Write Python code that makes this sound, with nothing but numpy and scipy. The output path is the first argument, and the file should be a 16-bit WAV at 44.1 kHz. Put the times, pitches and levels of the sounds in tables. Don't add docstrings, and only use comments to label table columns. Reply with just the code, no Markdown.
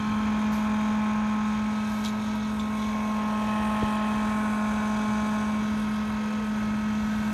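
import sys
import numpy as np
from scipy import signal
from scipy.fft import rfft, irfft, next_fast_len
from scipy.io import wavfile
from scipy.ndimage import map_coordinates

SR = 44100
rng = np.random.default_rng(int(sys.argv[2]) if len(sys.argv) > 2 else 0)


def unload_wav(signal):
    wavfile.write(
        sys.argv[1],
        SR,
        np.round(np.clip(np.atleast_2d(signal).T, -1, 1) * 32767).astype(np.int16),
    )


N = 323253

BLADE_HZ, MAINS_HZ, SHAKE_HZ = 213.12, 100, 43.3

# time_s, level_db
DRONE_LEVEL = [(0, -27.5), (.25, -26), (.85, -25.5), (1.5, -26.5), (2.15, -29), (3.6, -27.5), (4.5, -27),
               (5.6, -27), (6.25, -28.5), (6.7, -27.2)]
# blade_multiple, relative_db, gain_db_per_nearness_db
OVERTONES = [(2, -48.5, 0.5), (3, -45, 1.1), (4, -40.5, 2.06), (5, -34, 0.5), (6, -40.5, 0.5),
             (7, -49, 0.5), (8, -50.5, 0.7), (9, -65.5, -1.5), (11, -63, 2), (12, -54, 1)]
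# time_s, blade_multiple, half_width_s, depth_db
QUIET_SPOTS = [(0, 3, 0.28, -20), (.55, 5, 0.76, -5.5), (.7, 6, 0.75, -6.5), (1.1, 2, 0.92, -18),
               (1.55, 3, 0.27, -20), (1.84, 5, 0.37, -9), (2.37, 5, 0.32, -26), (2.4, 8, 0.81, -25),
               (2.7, 4, 0.44, -3.5), (2.94, 6, 0.33, -29), (3.1, 7, 1.1, -13), (3.7, 2, 0.36, -7),
               (4.9, 6, 0.54, -5), (5.5, 6, 0.11, -6), (5.6, 8, 0.16, -14), (5.75, 5, 0.12, -4),
               (5.88, 7, 0.38, -5), (5.9, 4, 0.38, -24), (7.2, 2, 0.44, -12), (7.2, 5, 2.9, -13.5)]
# blade_multiple, mains_steps, shake_steps, relative_db
SIDE_TONES = [(1, 0, 1, -53), (2, 0, -1, -63), (3, 0, 1, -55.5), (3, 1, 0, -61), (4, 0, -1, -56),
              (4, 0, 1, -57), (4, 1, 0, -57), (5, -1, -1, -58), (5, -1, 0, -57), (5, 0, -1, -60.5),
              (5, 0, 1, -59.5), (5, 1, -2, -61), (6, -1, -1, -57), (6, 1, 0, -67), (7, 0, -1, -58),
              (7, 0, 1, -60.5), (7, 1, 0, -54), (8, -1, -1, -59.5), (8, 1, 0, -62), (10, 1, 0, -59.5)]
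# mains_steps, shake_steps, relative_db
BEATS = [(0, 1, 1.5), (1, 0, 0), (1, 1, -4), (1, -1, -5), (1, -2, -3.5), (0, 2, -8.5)]
# time_s, nearness_db
NEARNESS = [(0, -2.5), (.8, 0), (1.4, -1), (1.8, -2.5), (2.5, -4.5), (3.4, 1.4), (3.9, 2), (4.5, -1),
            (5.35, 1), (5.75, -6), (7.33, -7)]
# time_s, distance_cm
MIC_PATH = [(0, 0), (.55, 10), (1.35, 11), (2.7, 30), (4.35, 58), (5.3, 60), (6.2, 80), (7.33, 90)]

# frequency_hz, relative_db
RUMBLE_COLOUR = [(10, -52), (25, -6), (40, -4), (55, 5.5), (90, 2.5), (160, -0.5), (260, 2), (330, -13),
                 (500, -18.5), (900, -48)]
RUSH_COLOUR = [(150, -44), (300, -1.5), (400, -2.5), (650, -1.5), (780, -2.5), (980, 2.5), (1130, -2),
               (1215, -3.5), (1350, -2), (1550, -4.5), (2000, -6.5), (2300, -4.5), (2470, -7), (2600, -6.5),
               (2850, -11.5), (4000, -47)]
HISS_COLOUR = [(2500, -52), (2850, -5), (3150, 1), (3700, 0), (4400, -7), (5100, -10.5), (5700, -7.5),
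               (6500, -5), (7200, -14.5), (9000, -45)]
SIZZLE_COLOUR = [(6200, -27), (7200, 0.5), (7900, 6), (8800, 3), (9450, 7.5), (10300, -8.5), (11000, 0.5),
                 (11800, 1), (12700, -4), (14000, -11)]
# time_s, level_db
RUMBLE_LEVEL = [(.25, -38), (.7, -41.5), (2.2, -43.5), (2.8, -42), (3.85, -41), (3.98, -45), (4.15, -38.5),
                (4.7, -42), (5.6, -39), (6.2, -43.5), (6.7, -39)]
RUSH_LEVEL = [(0, -43.5), (.3, -39.5), (1.4, -41.5), (1.8, -42.5), (2.4, -42.5), (2.7, -42.5), (3.2, -42),
              (3.8, -39), (4.6, -41), (5.4, -42), (7.33, -42)]
SIZZLE_LEVEL = [(0, -62.5), (1.2, -63.5), (1.9, -61.5), (2.4, -61), (3.1, -57.5), (4.1, -57), (5.3, -58.5),
                (5.7, -58.5), (6.15, -61), (6.8, -61), (7.33, -61)]
# pitch_hz, half_width_hz, relative_db
LID = [(1030, 114, -46), (1320, 41, -48), (1566, 50, -50), (1865, 27, -58.5), (2380, 76, -48.5),
       (3190, 70, -59), (6700, 130, -64)]
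HANDLE = [(1570, 60, -54), (3170, 61, -49.5), (4120, 150, -58)]
RIM = [(950, 45, -51), (1590, 55, -47.5), (2240, 35, -55), (2600, 40, -55.5), (3170, 70, -64),
       (4010, 33, -61)]
EDGE = [(2220, 89, -47), (6300, 440, -59)]
UNDERSIDE = [(1830, 72, -45), (2550, 46, -49), (3140, 190, -48.5)]
PANEL = [(662, 90, -46.5), (1060, 170, -45), (9500, 92, -69)]
DRAIN = [(1480, 71, -42.5), (1700, 37, -53), (2300, 55, -47.5), (3770, 250, -58), (6360, 92, -56.5),
         (7770, 220, -61), (12000, 130, -75)]
CORNER = [(89, 23, -47.5), (152, 12, -52.5), (930, 54, -53.5), (1526, 66, -47), (2160, 29, -54.5),
          (2654, 33, -55.5), (3180, 130, -60)]

# pitch_hz, half_width_hz, relative_db
LATE_WHINE_AND_HISS = [(1560, 30, -45.5), (7000, 2500, -55), (11800, 700, -61)]
CABLE = LATE_WHINE_AND_HISS
# start_s, end_s, band_table
BAND_TIMES = [(-.5, 0.33, HANDLE), (-.5, 1.6, LID), (1.5, 2.38, RIM), (2.65, 3.3, EDGE), (2.8, 5.6, PANEL),
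              (3.3, 4.27, UNDERSIDE), (4.1, 5.61, DRAIN), (5.6, 8.9, CORNER), (7.0, 7.7, CABLE)]
# pitch_hz, level_db
PUMP_HUM = [(64.7, -54.5), (118.4, -54), (153.4, -57)]

# start_s, relative_db, brightness_db_per_octave
CLINKS = [(2.04, -43, 5), (2.049, -32.5, -8), (2.0549, -43.5, 3), (2.0579, -33, -5), (2.062, -40, -1),
          (2.077, -41.5, 2), (2.085, -42, 5)]
# pitch_hz, relative_db, fade_s
METAL_NOTES = [(3286, -1.5, 0.082), (3840, 1, 0.07), (4100, -4, .06), (4630, -5, 0.06), (5840, -11, .07),
               (6470, -5.5, 0.08), (7100, -8.5, 0.093), (9970, -15, 0.08)]
# start_s, pitch_hz, level_db, fade_s
TAPS = [(2.596, 3530, -33, 0.06), (2.598, 7300, -48, .07), (2.604, 5900, -44, .045)]
# start_s, relative_db, rise_s, fade_s, brightness_db_per_octave
SHORT_HISSES = [(0.516, -42, 0.013, 0.38, 2), (1.87, -44.5, 0.073, 1.0, 2), (2.035, -41, 0.016, 0.23, -1),
                (2.345, -44, 0.012, 0.12, 4)]
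# frequency_hz, relative_db
SHORT_HISS_COLOUR = [(2800, -20), (4000, 11), (6000, 7), (9500, -4), (11500, 4), (14000, -1)]
# start_s, level_db, pitch_hz, fade_s
KNOCKS = [(3.616, -27, 232, .025), (3.825, -20, 490, .012), (3.829, -12.5, 310, .01),
          (3.831, -13, 105, .032)]
# time_s, pitch_hz, relative_db
HOOT = [(6.08, 458, -70), (6.19, 502, -51), (6.27, 486, -49), (6.34, 520, -45), (6.43, 450, -46),
        (6.54, 415, -70.5)]
# frequency_hz, fade_s
ROOM_FADE = [(200, 0.33), (3000, 0.16), (12000, 0.19)]


def fan(blades, nearness_db, flutter_db=0.27, jitter_cycles=0.016, whine_db=-0.5, side_follow=0.32):
    def unsteady_tone(multiple):
        flutter = amp(flutter_db * np.sqrt(multiple) * wobble(16))
        return flutter * tone(multiple * blades + jitter_cycles * np.log(multiple) * wobble(11))

    out = amp(curves(DRONE_LEVEL)[0]) * unsteady_tone(1)
    for multiple, db, follow in OVERTONES:
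        gain = amp(db + whine_db + follow * nearness_db) * quiet_spots(multiple)
        out += gain * unsteady_tone(multiple)
    for multiple, mains, shake, db in SIDE_TONES:
        gain = amp(db + side_follow * nearness_db + 1.5 * wobble(1.5))
        out += gain * tone(multiple * blades + beat(mains, shake))
    return out


def quiet_spots(overtone):
    gain, t = np.ones(N), clock()
    for time_s, multiple, half_width_s, depth_db in QUIET_SPOTS:
        if multiple == overtone:
            away = ((t - time_s) / half_width_s) ** 2
            gain *= np.sqrt((away + amp(depth_db) ** 2) / (away + 1))
    return gain


def beat(mains_steps, shake_steps):
    return (mains_steps * MAINS_HZ + shake_steps * SHAKE_HZ) * clock()


def blade_buzz(blades, level_db=-66, db_per_octave=-9, wander_db=3, first=15, count=20):
    out = np.zeros(N)
    for multiple in range(first, first + count):
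        db = level_db + db_per_octave * np.log2(multiple / first) + wander_db * wobble(1.31)
        out += amp(db) * np.sqrt(2) * np.cos(2 * np.pi * multiple * blades)
    return out


def blade_flow(blades, pulse_db=-14, narrowness=220):
    passing = np.cos(2 * np.pi * blades) - 1
    spikes = np.exp(narrowness * passing)
    whir = np.zeros(N)
    for mains, shake, db in BEATS:
        throb = amp(db) * np.cos(2 * np.pi * (beat(mains, shake) + rng.random()))
        whir += scattered(throb * spikes, spread_hz=250)
    pulses = amp(pulse_db) * unit(whir)
    puffs = unit(np.exp(.5 * passing))
    return lambda: pulses + puffs * rng.standard_normal(N)


def vent_air(blades, flow, nearness_db, hiss_db=-50.5, chop=0.096, shake=0.12):
    puff = np.exp(3 * np.cos(2 * np.pi * blades))
    pulsing = chop * unit(puff - puff.mean()) + shake * tone(SHAKE_HZ * clock())
    rumble = amp(curves(RUMBLE_LEVEL)[0] + 0.06 * wobble(11)) * noise(RUMBLE_COLOUR)
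    vent_flow = filtered(flow(), lambda hz: amp(along(RUSH_COLOUR, hz)))
    rush = amp(curves(RUSH_LEVEL)[0]) * dips_and_peaks(vent_flow, ripple_db=6.5)
    hiss_gain = amp(hiss_db + 0.2 * nearness_db + 1.3 * wobble(11))
    hiss = hiss_gain * dips_and_peaks(noise(HISS_COLOUR))
    sizzle_gain = amp(curves(SIZZLE_LEVEL)[0] + 1.66 * wobble(17))
    sizzle = sizzle_gain * dips_and_peaks(noise(SIZZLE_COLOUR))
    return rumble + rush + (hiss + sizzle) * (1 + pulsing)


def airflow_bands(flow, blend_s=0.44, gain_db=-3.0):
    out, t = np.zeros(N), clock()
    for start_s, end_s, bands in BAND_TIMES:
        fade = np.clip(.5 + np.minimum(t - start_s, end_s - t) / blend_s, 0, 1)
        for pitch_hz, half_width_hz, db in bands:
            band = filtered(flow(), lambda hz: 1 / (1 + ((hz - pitch_hz) / half_width_hz) ** 2))
            out += amp(db + gain_db) * fade * unit(band)
    return out


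def dips_and_peaks(x, ripple_db=4.5, width_hz=85, spacing_cm=9):
    hz, t, spectrum = signal.stft(x, SR, nperseg=2048)
    distance_cm = np.interp(t, *np.transpose(MIC_PATH))
    grid = np.meshgrid(hz / width_hz, distance_cm / spacing_cm, indexing="ij")
    pattern = map_coordinates(rng.standard_normal((512, 32)), grid, order=2, mode="mirror")
    pattern = np.minimum(pattern, np.tanh(pattern))
    depth_db = ripple_db * np.clip(hz / 6000, 0, 1)[:, None]
    rippled = signal.istft(spectrum * amp(depth_db * pattern), SR, nperseg=2048)[1]
    return unit(rippled[:N])


def scattered(x, spread_hz=500):
    turns = .3 * rng.standard_normal(128)
    steps = np.arange(len(turns))
    return filtered(x, lambda hz: np.exp(2j * np.pi * np.interp(hz / spread_hz, steps, turns)))


def pump(waver_db=2, drift_cycles=0.062):
    return sum(amp(db + waver_db * wobble(2.71)) * tone(hz * clock() + drift_cycles * wobble(2.91))
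               for hz, db in PUMP_HUM)


def clinks(ring_db=-2.5, crack_db=1, crack_fade_s=0.011, tap_crack_db=-12):
    out, t = np.zeros(N), np.arange(SR // 4) / SR

    def ping(hz, db, fade_s, roughness):
        slips = roughness * np.cumsum(rng.standard_normal(len(t)))
        return amp(db - 60 * t / fade_s) * np.sin(2 * np.pi * hz * t + slips)

    crack_noise = noise([(2400, -24), (3300, 3), (4300, 11), (5300, -4), (7200, 1), (9000, -10),
                         (14000, -17)])
    for start_s, db, brightness in CLINKS:
        ring = np.zeros(len(t))
        for hz, note_db, fade_s in METAL_NOTES:
            tilt_db = brightness * np.log2(hz / METAL_NOTES[0][0])
            ring += ping(hz, note_db + rng.normal(0, 2) + tilt_db, fade_s, roughness=0.12)
        crack = crack_noise[round(start_s * SR):][:len(t)] * amp(crack_db - 60 * t / crack_fade_s)
        add(out, start_s, amp(db) * (amp(ring_db) * ring + crack))
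    for start_s, hz, db, fade_s in TAPS:
        crack = crack_noise[:len(t)] * amp(db + tap_crack_db - 60 * t / fade_s)
        add(out, start_s, ping(hz, db, fade_s, roughness=0.06) + crack)
    return out


def short_hisses():
    out, t = np.zeros(N), np.arange(SR // 2) / SR
    lowest_hz = SHORT_HISS_COLOUR[0][0]
    for start_s, db, rise_s, fade_s, brightness in SHORT_HISSES:
        colour = [(hz, level + brightness * np.log2(hz / lowest_hz)) for hz, level in SHORT_HISS_COLOUR]
        swell = amp(db - 60 * t / fade_s) * (1 - np.exp(-t / rise_s))
        add(out, start_s, swell * noise(colour)[:len(t)])
    return out


def hand_knocks(rise_s=0.00046):
    out, t = np.zeros(N), np.arange(SR // 8) / SR
    for start_s, db, hz, fade_s in KNOCKS:
        swell = amp(db - 60 * t / fade_s) * (1 - np.exp(-t / rise_s))
        add(out, start_s, swell * np.sin(2 * np.pi * hz * t))
    return out


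def far_hoot(direct_db=-2, echo_db=-11):
    hz, db = curves(HOOT)
    sounding = (clock() > HOOT[0][0]) & (clock() < HOOT[-1][0])
    call = amp(db) * sounding * tone(np.cumsum(hz) / SR)
    return amp(direct_db) * call + amp(echo_db) * room_echo(call)


def room_echo(x):
    hz, t, spectrum = signal.stft(rng.standard_normal(SR // 2), SR, nperseg=256)
    fading = amp(-60 * t / along(ROOM_FADE, hz)[:, None])
    tail = signal.istft(spectrum * fading, SR, nperseg=256)[1]
    return signal.fftconvolve(x, tail / np.linalg.norm(tail))[:N]


def amp(db):
    return 10 ** (np.asarray(db) / 20)


def unit(x):
    return x / np.sqrt(np.mean(x ** 2) + 1e-20)


def clock():
    return np.arange(N) / SR


def along(points, hz):
    frequencies, values = np.transpose(points)
    return np.interp(np.log(hz + 1), np.log(frequencies + 1), values)


def curves(rows):
    times, *columns = np.transpose(rows)
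    return [np.interp(clock(), times, column) for column in columns]


def wobble(rate_hz):
    values = rng.standard_normal(int(N * rate_hz / SR) + 4)
    times = np.linspace(0, N / SR, 2048)
    return np.interp(clock(), times, map_coordinates(values, [times * rate_hz]))


def filtered(x, response):
    size = next_fast_len(N + SR // 4)
    return irfft(rfft(x, size) * response(np.fft.rfftfreq(size, 1 / SR)), size)[:N]


def noise(colour):
    return unit(filtered(rng.standard_normal(N), lambda hz: amp(along(colour, hz))))


def tone(cycles):
    return np.sqrt(2) * np.sin(2 * np.pi * (cycles + rng.random()))


def add(track, start_s, sound):
    part = track[round(start_s * SR):][:len(sound)]
    part += sound[:len(part)]


def scene(drift_hz=0.202, tremble_hz=.15, echo_db=-17.0):
    blade_hz = BLADE_HZ + drift_hz * wobble(2.5) + tremble_hz * wobble(7)
    blades = np.cumsum(blade_hz) / SR
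    nearness_db, = curves(NEARNESS)
    flow = blade_flow(blades)
    tones = fan(blades, nearness_db) + blade_buzz(blades)
    air = vent_air(blades, flow, nearness_db) + airflow_bands(flow)
    machine = scattered(tones + air) + pump()
    metal = clinks()
    background = metal + amp(echo_db) * room_echo(metal) + short_hisses() + hand_knocks() + far_hoot()
    return (machine + background)[None]


def record(dry, low_cut_hz=38, top_hz=14200):
    bass_cut = signal.butter(4, low_cut_hz, "highpass", fs=SR, output="sos")
    thinned = signal.sosfilt(bass_cut, dry[0])
    return filtered(thinned, lambda hz: hz < top_hz)[None]


dry = scene()
out = record(dry)
unload_wav(out)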